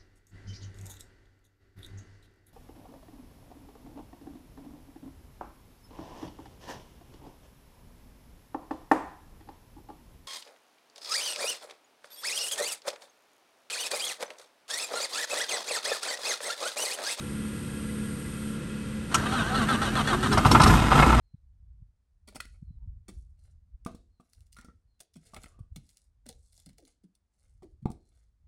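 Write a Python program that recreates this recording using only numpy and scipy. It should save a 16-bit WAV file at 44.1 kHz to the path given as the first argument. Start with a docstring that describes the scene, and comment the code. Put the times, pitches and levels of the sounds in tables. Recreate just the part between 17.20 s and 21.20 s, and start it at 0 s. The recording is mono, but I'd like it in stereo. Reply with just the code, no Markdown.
"""Motorhome diesel, cold start.

Outdoors, a few metres from the rear corner. A small engine, probably the generator, drones; something
hisses. The starter pinion clacks in and the gears grind, sagging into each compression. Cylinders catch:
knocks ring the block, loose metal clanks, gas puffs down the pipe and the exhaust begins to boom."""
import sys
import numpy as np
from scipy import signal
from scipy.fft import rfft, irfft, next_fast_len
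from scipy.io import wavfile

SR = 44100
rng = np.random.default_rng(int(sys.argv[2]) if len(sys.argv) > 2 else 0)


def log_audio(samples):
    """Write samples as a 16-bit WAV file to the path given in sys.argv[1]."""
    # one column per channel
    frames = np.atleast_2d(samples).T
    # limit to full scale, then quantise
    limited = np.clip(frames, -1, 1)
    pcm = np.round(limited * 32767).astype(np.int16)
    wavfile.write(sys.argv[1], SR, pcm)


N = 176400
TIME_S = np.arange(N) / SR

# cylinder firings: start_s, knock_db, puff_db
FIRINGS = [(2.927, -20.5, -29), (3.119, -21.5, -22.5), (3.172, -13, -23.5), (3.248, -10, -16.5),
           (3.309, -15, -11.5), (3.347, -7.5, -24), (3.397, -8.5, -21), (3.425, -11, -15.5),
           (3.459, -12, -14.5), (3.496, -11.5, -15.5), (3.534, -20, -16.5), (3.714, -10, -25),
           (3.75, -14, -19), (3.787, -7.5, -18.5), (3.821, -10.5, -25), (3.858, -15.5, -18.5),
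           (3.889, -13, -33), (3.923, -15.5, -41), (3.982, -18, -43)]
# block and exhaust pipe spectra: freq_hz, density_db
KNOCK_SPECTRUM = [(200, -18.5), (400, -9.5), (1000, 5), (1320, 2), (1800, -8), (2400, -11.5), (5000, -25),
                  (7000, -34), (8800, -35), (13000, -52)]
PIPE_SPECTRUM = [(25, -26.5), (45, 3.5), (100, 2), (160, 3), (200, -5), (240, -0.5), (300, -5), (420, -10),
                 (700, -29)]
# resonances of block and bay, loose metal, generator casing: freq_hz, width_hz, lift_db
BLOCK_MODES = [(639, 7.7, 6.5), (762, 43, 4), (876, 60, 4.5), (1016, 21, 6.5), (1199, 21, 5), (1324, 96, 8),
               (1438, 62, 4)]
CLANK_MODES = [(5450, 190, 13.5)]
CASING_MODES = [(1382, 110, 10.5), (1649, 50, 10.5), (1995, 64, 9.5), (2568, 40, 11), (3216, 40, 9)]

# starter surges, one after each compression: start_s, length_s, grind_db, hum_db
SURGES = [(2.057, 0.014, -29.5, -45), (2.12, 0.11, -29, -26.5), (2.344, 0.096, -27.5, -27.5),
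          (2.485, 0.072, -26, -28.5), (2.615, 0.077, -27, -36.5), (2.752, 0.064, -26, -32),
          (2.871, 0.076, -25.5, -36.5), (3.027, .045, -25.5, -29), (3.114, 0.036, -28, -50)]
# grind between surges: time_s, level_db
GRIND_LEVEL = [(1.89, -47), (1.925, -27), (1.98, -31), (2.3, -30), (2.7, -33), (3.1, -32.5), (3.35, -29.5),
               (3.5, -58)]
# gear mesh whine: armature_multiple, level_db
MESH_ORDERS = [(5, 1.5), (7, -22), (12, -12), (13, -3), (16, -8)]
# freewheeling pinion: time_s, pitch_hz, level_db
WHIR = [(2.92, 350, -31.5), (3.14, 414, -35), (3.25, 430, -57)]
# pinion slam and bounces: start_s, level_db
PINION_HITS = [(1.9435, -9), (1.951, -15.5), (1.957, -29)]
# gear grind and pinion slam spectra: freq_hz, density_db
GRIND_SPECTRUM = [(180, -44.5), (300, -6.5), (349, -3), (486, -5.5), (1110, -1.5), (1400, 2), (2300, -12),
                  (4190, -12.5), (4590, -16.5), (7500, -21.5), (8510, -15), (11000, -21), (14300, -41)]
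PINION_SPECTRUM = [(200, -17), (500, -29), (800, -0.5), (1400, 3.5), (1800, -13.5), (2900, -2.5),
                   (4000, -14), (5800, -5), (9000, -7), (13000, -25)]

# gear and valve rattle: time_s, level_db
CLATTER_LEVEL = [(3.1, -39), (3.3, -33.5), (3.46, -20.5), (3.55, -21.5), (3.65, -23.5), (3.73, -22.5),
                 (3.81, -17.5), (3.86, -23), (4, -24)]
# clanks as the engine overruns the starter, clinks as it picks up: start_s, level_db
CLANKS = [(3.128, -24), (3.177, -25), (3.263, -25.5), (3.314, -17), (3.400, -26), (3.4155, -17),
          (3.434, -16.5), (3.472, -21.5)]
CLINKS = [(3.79, -50), (3.823, -42)]
# clinking steel modes: pitch_hz
CLINK_HZ = [1955, 2140, 2172, 2566]
# rattle and clank spectra: freq_hz, density_db
CLATTER_SPECTRUM = [(300, 2.5), (550, -3.5), (1000, 2.5), (1400, -2.5), (1750, -7), (2500, -4.5),
                    (4000, -11.5), (7000, -22), (9000, -17.5), (13000, -40)]
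CLANK_SPECTRUM = [(1500, -21), (2800, 12), (3700, 12.5), (5500, 10), (7000, 0), (9000, 11), (13000, -14)]

# exhaust boom at twice the firing rate: time_s, pitch_hz, level_db
BOOM = [(3.43, 54, -27), (3.584, 54.85, -20.5), (3.69, 53.27, -27), (3.886, 59.93, -22.5), (4.0, 59, -20)]
# boom partials: pitch_multiple, level_db
BOOM_ORDERS = [(1, 0), (2, -8), (4, -12.5)]
# body rumble: time_s, level_db
RUMBLE_LEVEL = [(1.93, -63), (1.98, -24), (2.02, -35), (2.08, -33), (3.02, -30), (3.12, -25), (3.22, -27.5),
                (3.5, -20), (3.66, -25.5), (4, -26)]

# generator partials: cycle_multiple, level_db
GENERATOR_ORDERS = [(3, -19), (4, -12.5), (5, -14.5), (6, -19), (7, -10), (8, -4.5), (10, -6.5), (13, -24),
                    (16, -9.5), (18, -17), (20, -15.5), (28, -21.5)]
# dips in its main hum: time_s
HUM_DIPS_S = [0, .44, 1.11, 1.45, 1.66, 1.88, 2.3]
# generator casing and hiss spectra: freq_hz, density_db
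CASING_SPECTRUM = [(18, -18), (30, -6), (211, -3.5), (401, -13), (489, -9), (675, -26), (1050, -20),
                   (2320, -23), (2900, -22.5), (6880, -33), (8590, -28), (11000, -37), (14300, -72)]
HISS_SPECTRUM = [(5000, -19), (7200, -16), (8600, 1.5), (9600, -2), (11500, -5), (13000, -29)]
# hiss envelope: time_s, level_db
HISS_LEVEL = [(0, -44), (1.31, -43), (1.39, -49)]

# left-right likeness: freq_hz, coherence
COHERENCE = [(150, .99), (300, .93), (700, .7), (4000, .62), (9000, .88)]
# left channel delay: freq_hz, lag_rad
LEFT_LAG = [(150, 0.26), (350, 0.4), (700, 1.38), (4000, 1.77), (8500, 1.56), (12000, 0.48)]
# source balance: freq_hz, left_minus_right_db
ENGINE_PAN = [(60, -0.5), (350, -1), (640, -5), (1150, -3), (2070, -0.5), (3730, -5), (6700, -9),
              (11000, 2)]
STARTER_PAN = [(200, 0), (350, 10), (640, -2.5), (1150, -17.5), (2070, 0.5), (3730, -8.5), (6700, -10),
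               (11000, 9)]
CLANK_PAN = [(2000, 1), (5500, -17), (11000, 9)]
BACKGROUND_PAN = [(60, -3.3), (11000, -2.9)]

METAL_RIPPLE_DB = 3.5


def combustion():
    """Each firing knocks the block, lingers in the bay and puffs down the exhaust."""
    knocks = [(s, db) for s, db, _ in FIRINGS]
    puffs = [(s, db) for s, _, db in FIRINGS]
    strike = impacts(per_s=4400, spread_db=6) * blows(knocks, attack_s=.0021, hold_s=.0048, decay_s=.012)
    bay = from_db(-9) * noise() * blows(knocks, attack_s=.0085, hold_s=.005, decay_s=.019)
    gas = noise() * blows(puffs, attack_s=.007, hold_s=.0063, decay_s=.037)
    block = radiate(strike + bay, KNOCK_SPECTRUM, ENGINE_PAN, BLOCK_MODES, METAL_RIPPLE_DB)
    return block + radiate(gas, PIPE_SPECTRUM, ENGINE_PAN)


def clatter():
    """Gears and valves rattle, shaking steel parts that clink; loose metal clanks."""
    rattle = impacts(per_s=900, spread_db=4) * level(CLATTER_LEVEL)
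    taps = noise() * blows(CLINKS, attack_s=.001, hold_s=.0018, decay_s=.0033) + from_db(-43) * rattle
    t60_s = .059
    r = from_db(-60 / (t60_s * SR))
    clinks = sum(signal.lfilter([0, np.sin(w)], [1, -2 * r * np.cos(w), r * r], taps + 1e-18)
                 for w in 2 * np.pi * np.array(CLINK_HZ) / SR)
    clanks = noise() * blows(CLANKS, attack_s=.00043, hold_s=.0071, decay_s=.0026)
    block = radiate(rattle + clinks, CLATTER_SPECTRUM, ENGINE_PAN, BLOCK_MODES, METAL_RIPPLE_DB)
    return block + radiate(clanks, CLANK_SPECTRUM, CLANK_PAN, CLANK_MODES, METAL_RIPPLE_DB)


def exhaust():
    """The pipe booms once the engine runs, over the rumble of the shaken body."""
    s, hz, db = np.transpose(BOOM)
    attack_s = .037
    turns = rotation(np.interp(TIME_S, s, hz), wobble=.012, wobble_hz=20)
    swell = np.clip((TIME_S - s[0]) / attack_s, 0, 1) * from_db(np.interp(TIME_S, s, db))
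    boom = swell * partials(turns, BOOM_ORDERS)
    return boom + radiate(noise() * level(RUMBLE_LEVEL), PIPE_SPECTRUM, ENGINE_PAN)


def starter():
    """Gears grind and whine, the motor hums; backlash rattles as each faster surge begins."""
    turns = armature_turns()
    surge = sum(blows([(s, db)], attack_s=.0022, hold_s=length_s, decay_s=.0033)
                for s, length_s, db, _ in SURGES)
    grind_gain = np.hypot(level(GRIND_LEVEL), surge)
    grind = (gear_growl(turns) + from_db(-2) * impacts(per_s=2000, spread_db=3.5)) * grind_gain
    whine = mesh_whine(turns) * surge
    whir = pinion_whir()
    lash_hits = [(s, db - 1.5) for s, _, db, _ in SURGES[3:]]
    lash = noise() * blows(lash_hits, attack_s=.001, hold_s=.0061, decay_s=.023)
    gears = radiate(grind + lash, GRIND_SPECTRUM, STARTER_PAN, ripple_db=METAL_RIPPLE_DB)
    hum_gain = sum(from_db(db) * np.exp(-(3 * (TIME_S - s - .76 * length_s) / length_s) ** 2)
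                   for s, length_s, _, db in SURGES)
    return gears + whine + hum_gain * partials(turns, [(1, .55)]) + whir


def armature_turns():
    """The armature spins up, leaps after each compression and sags into the next."""
    top_hz, sag_hz_per_s, free_share, spin_up_s = 265.4, 800, .32, .05
    speed = []
    for s, length_s, *_ in SURGES:
        sag_hz = sag_hz_per_s * (1 - free_share) * length_s
        speed += [(s, top_hz), (s + free_share * length_s, top_hz), (s + length_s, top_hz - sag_hz)]
    spin_up = 1 - np.exp(-np.maximum(TIME_S - PINION_HITS[0][0], 0) / spin_up_s)
    return rotation(np.interp(TIME_S, *np.transpose(speed)) * spin_up, wobble=.015, wobble_hz=81)


def gear_growl(turns, flicker_db=5):
    """Flickering armature orders: odd in the mid signal, even in the side."""
    growl = np.array([sum(from_db(flicker_db * drift(16.6)) * partials(turns, [(k, 0)])
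                          for k in range(lowest, 18, 2)) for lowest in (3, 4)])
    return from_db(-10) * growl / growl.std()


def mesh_whine(turns, flicker_db=5, roughness=.6):
    """Meshing teeth whine roughly, to the right."""
    whine = 0
    for order in MESH_ORDERS:
        flicker = from_db(flicker_db * np.tanh(drift(25)))
        whine += flicker * (1 + roughness * drift(82)) * partials(turns, [order])
    return from_db([[-18], [-11]]) * whine


def pinion_whir():
    """The freewheeling pinion rises in pitch and fades."""
    s, hz, db = np.transpose(WHIR)
    turns = rotation(np.interp(TIME_S, s, hz), wobble=.03, wobble_hz=93)
    return level(np.c_[s, db]) * (TIME_S < s[-1]) * np.sin(2 * np.pi * turns)


def solenoid():
    """The pinion slams into the ring gear and bounces."""
    slam = noise() * blows(PINION_HITS, attack_s=.001, hold_s=.002, decay_s=.006)
    return radiate(slam, PINION_SPECTRUM, STARTER_PAN, BLOCK_MODES, METAL_RIPPLE_DB)


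def generator(cycle_hz=17.8):
    """Engine orders drone, the main hum swells and dips; casing noise throbs four times a cycle."""
    turns = rotation(cycle_hz, wobble=.0026, wobble_hz=2.15)
    drone = sum(from_db(drift(2.5)) * partials(turns, [order]) for order in GENERATOR_ORDERS)
    beat = np.interp(TIME_S, HUM_DIPS_S, np.arange(len(HUM_DIPS_S)), right=.5)
    hum = (1 - .45 * np.cos(2 * np.pi * beat)) * partials(turns, [(12, 1.5)])
    throb = 1 + .064 * np.cos(8 * np.pi * turns)
    casing = radiate(noise() * throb, CASING_SPECTRUM, BACKGROUND_PAN, CASING_MODES)
    return from_db(-38.5) * (drone + hum) + from_db(-37.5) * casing


def hiss():
    """Thin hiss; drops shortly before the start."""
    return radiate(noise() * level(HISS_LEVEL), HISS_SPECTRUM, BACKGROUND_PAN)


def radiate(mid_side, spectrum, balance, modes=(), ripple_db=0):
    """Mid and side excitations ring a body (unit power gain); returns left and right."""
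    size = next_fast_len(N + SR // 4, True)
    hz = np.arange(size // 2 + 1) * SR / size
    lesser_modes_hz = np.arange(1500, SR / 2, 70)
    lesser_db = ripple_db * np.interp(hz, lesser_modes_hz, rng.normal(size=len(lesser_modes_hz)), left=0)
    modes_db = sum(db / (1 + (2 * (hz - mode_hz) / width_hz) ** 2) for mode_hz, width_hz, db in modes)
    gain = from_db(at_hz(spectrum, hz) + lesser_db + modes_db)
    cepstrum = irfft(np.log(gain / np.sqrt(np.mean(gain ** 2))), size)
    causal_fold = np.r_[1, np.full(size // 2 - 1, 2), np.zeros(size - size // 2)]
    body = np.exp(rfft(cepstrum * causal_fold))  # minimum phase
    coherence = at_hz(COHERENCE, hz)
    sign = np.array([[1], [-1]])
    mid, side = rfft(mid_side, size)
    stereo = np.sqrt((1 + coherence) / 2) * mid + sign * np.sqrt((1 - coherence) / 2) * side
    pan = from_db(sign * at_hz(balance, hz) / 2) * np.exp(-.5j * sign * at_hz(LEFT_LAG, hz))
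    pan /= np.sqrt(np.mean(np.abs(pan) ** 2, axis=0))
    return irfft(stereo * pan * body, size)[:, :N]


def blows(rows, attack_s, hold_s, decay_s):
    """Envelope of (start_s, level_db) blows, summed in power."""
    power = 0
    for start_s, db in rows:
        age_s = np.maximum(TIME_S - start_s, 0)
        rise = np.minimum(age_s / attack_s, 1)
        fall = np.exp(-np.maximum(age_s - attack_s - hold_s, 0) / decay_s)
        power += (from_db(db) * rise * fall) ** 2
    return np.sqrt(power)


def impacts(per_s, spread_db):
    """Two independent showers of uneven impacts; rms 1."""
    hits = (rng.random((2, N)) < per_s / SR) * np.sign(noise())
    hits *= from_db(spread_db * np.clip(noise(), -2, 2))
    return hits / hits.std()


def rotation(speed_hz, wobble, wobble_hz):
    """Turns made at a wobbling speed."""
    return np.cumsum(speed_hz * (1 + wobble * drift(wobble_hz))) / SR


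def partials(turns, orders):
    """Sines on multiples of a rotation; 0 dB is rms 1."""
    return sum(np.sqrt(2) * from_db(db) * np.sin(2 * np.pi * (k * turns + rng.random()))
               for k, db in orders)


def drift(corner_hz):
    """Low-passed random wander; spread 1."""
    hop, settle = 40, 2000
    r = np.exp(-2 * np.pi * corner_hz * hop / SR)
    slow = signal.lfilter([1], [1, -2 * r, r * r], rng.standard_normal(N // hop + settle + 2))[settle:]
    return np.interp(np.arange(N) / hop, np.arange(len(slow)), slow / slow.std())


def noise():
    """Two independent white noises."""
    return rng.standard_normal((2, N))


def level(rows):
    """Gain along (time_s, level_db); silent before the first row."""
    return from_db(np.interp(TIME_S, *np.transpose(rows), left=-120))


def at_hz(rows, hz):
    """Table lookup on a log-frequency axis."""
    row_hz, value = np.transpose(rows)
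    return np.interp(np.log(hz + 1), np.log(row_hz), value)


def from_db(db):
    """Decibels to gain."""
    return 10 ** (np.asarray(db) / 20)


def scene():
    """All sources, stereo."""
    return generator() + hiss() + solenoid() + starter() + combustion() + clatter() + exhaust()


def record(dry):
    """Microphone: treble notch, soft clip, low-pass."""
    notch_hz, stop_hz = 10330, 12850
    notched = signal.lfilter(*signal.iirnotch(notch_hz, Q=4.44, fs=SR), dry)
    rounded = 1.25 * np.tanh(notched / 1.365)
    return signal.sosfilt(signal.cheby2(14, 60, stop_hz, fs=SR, output="sos"), rounded)


dry = scene()
out = record(dry)
log_audio(out)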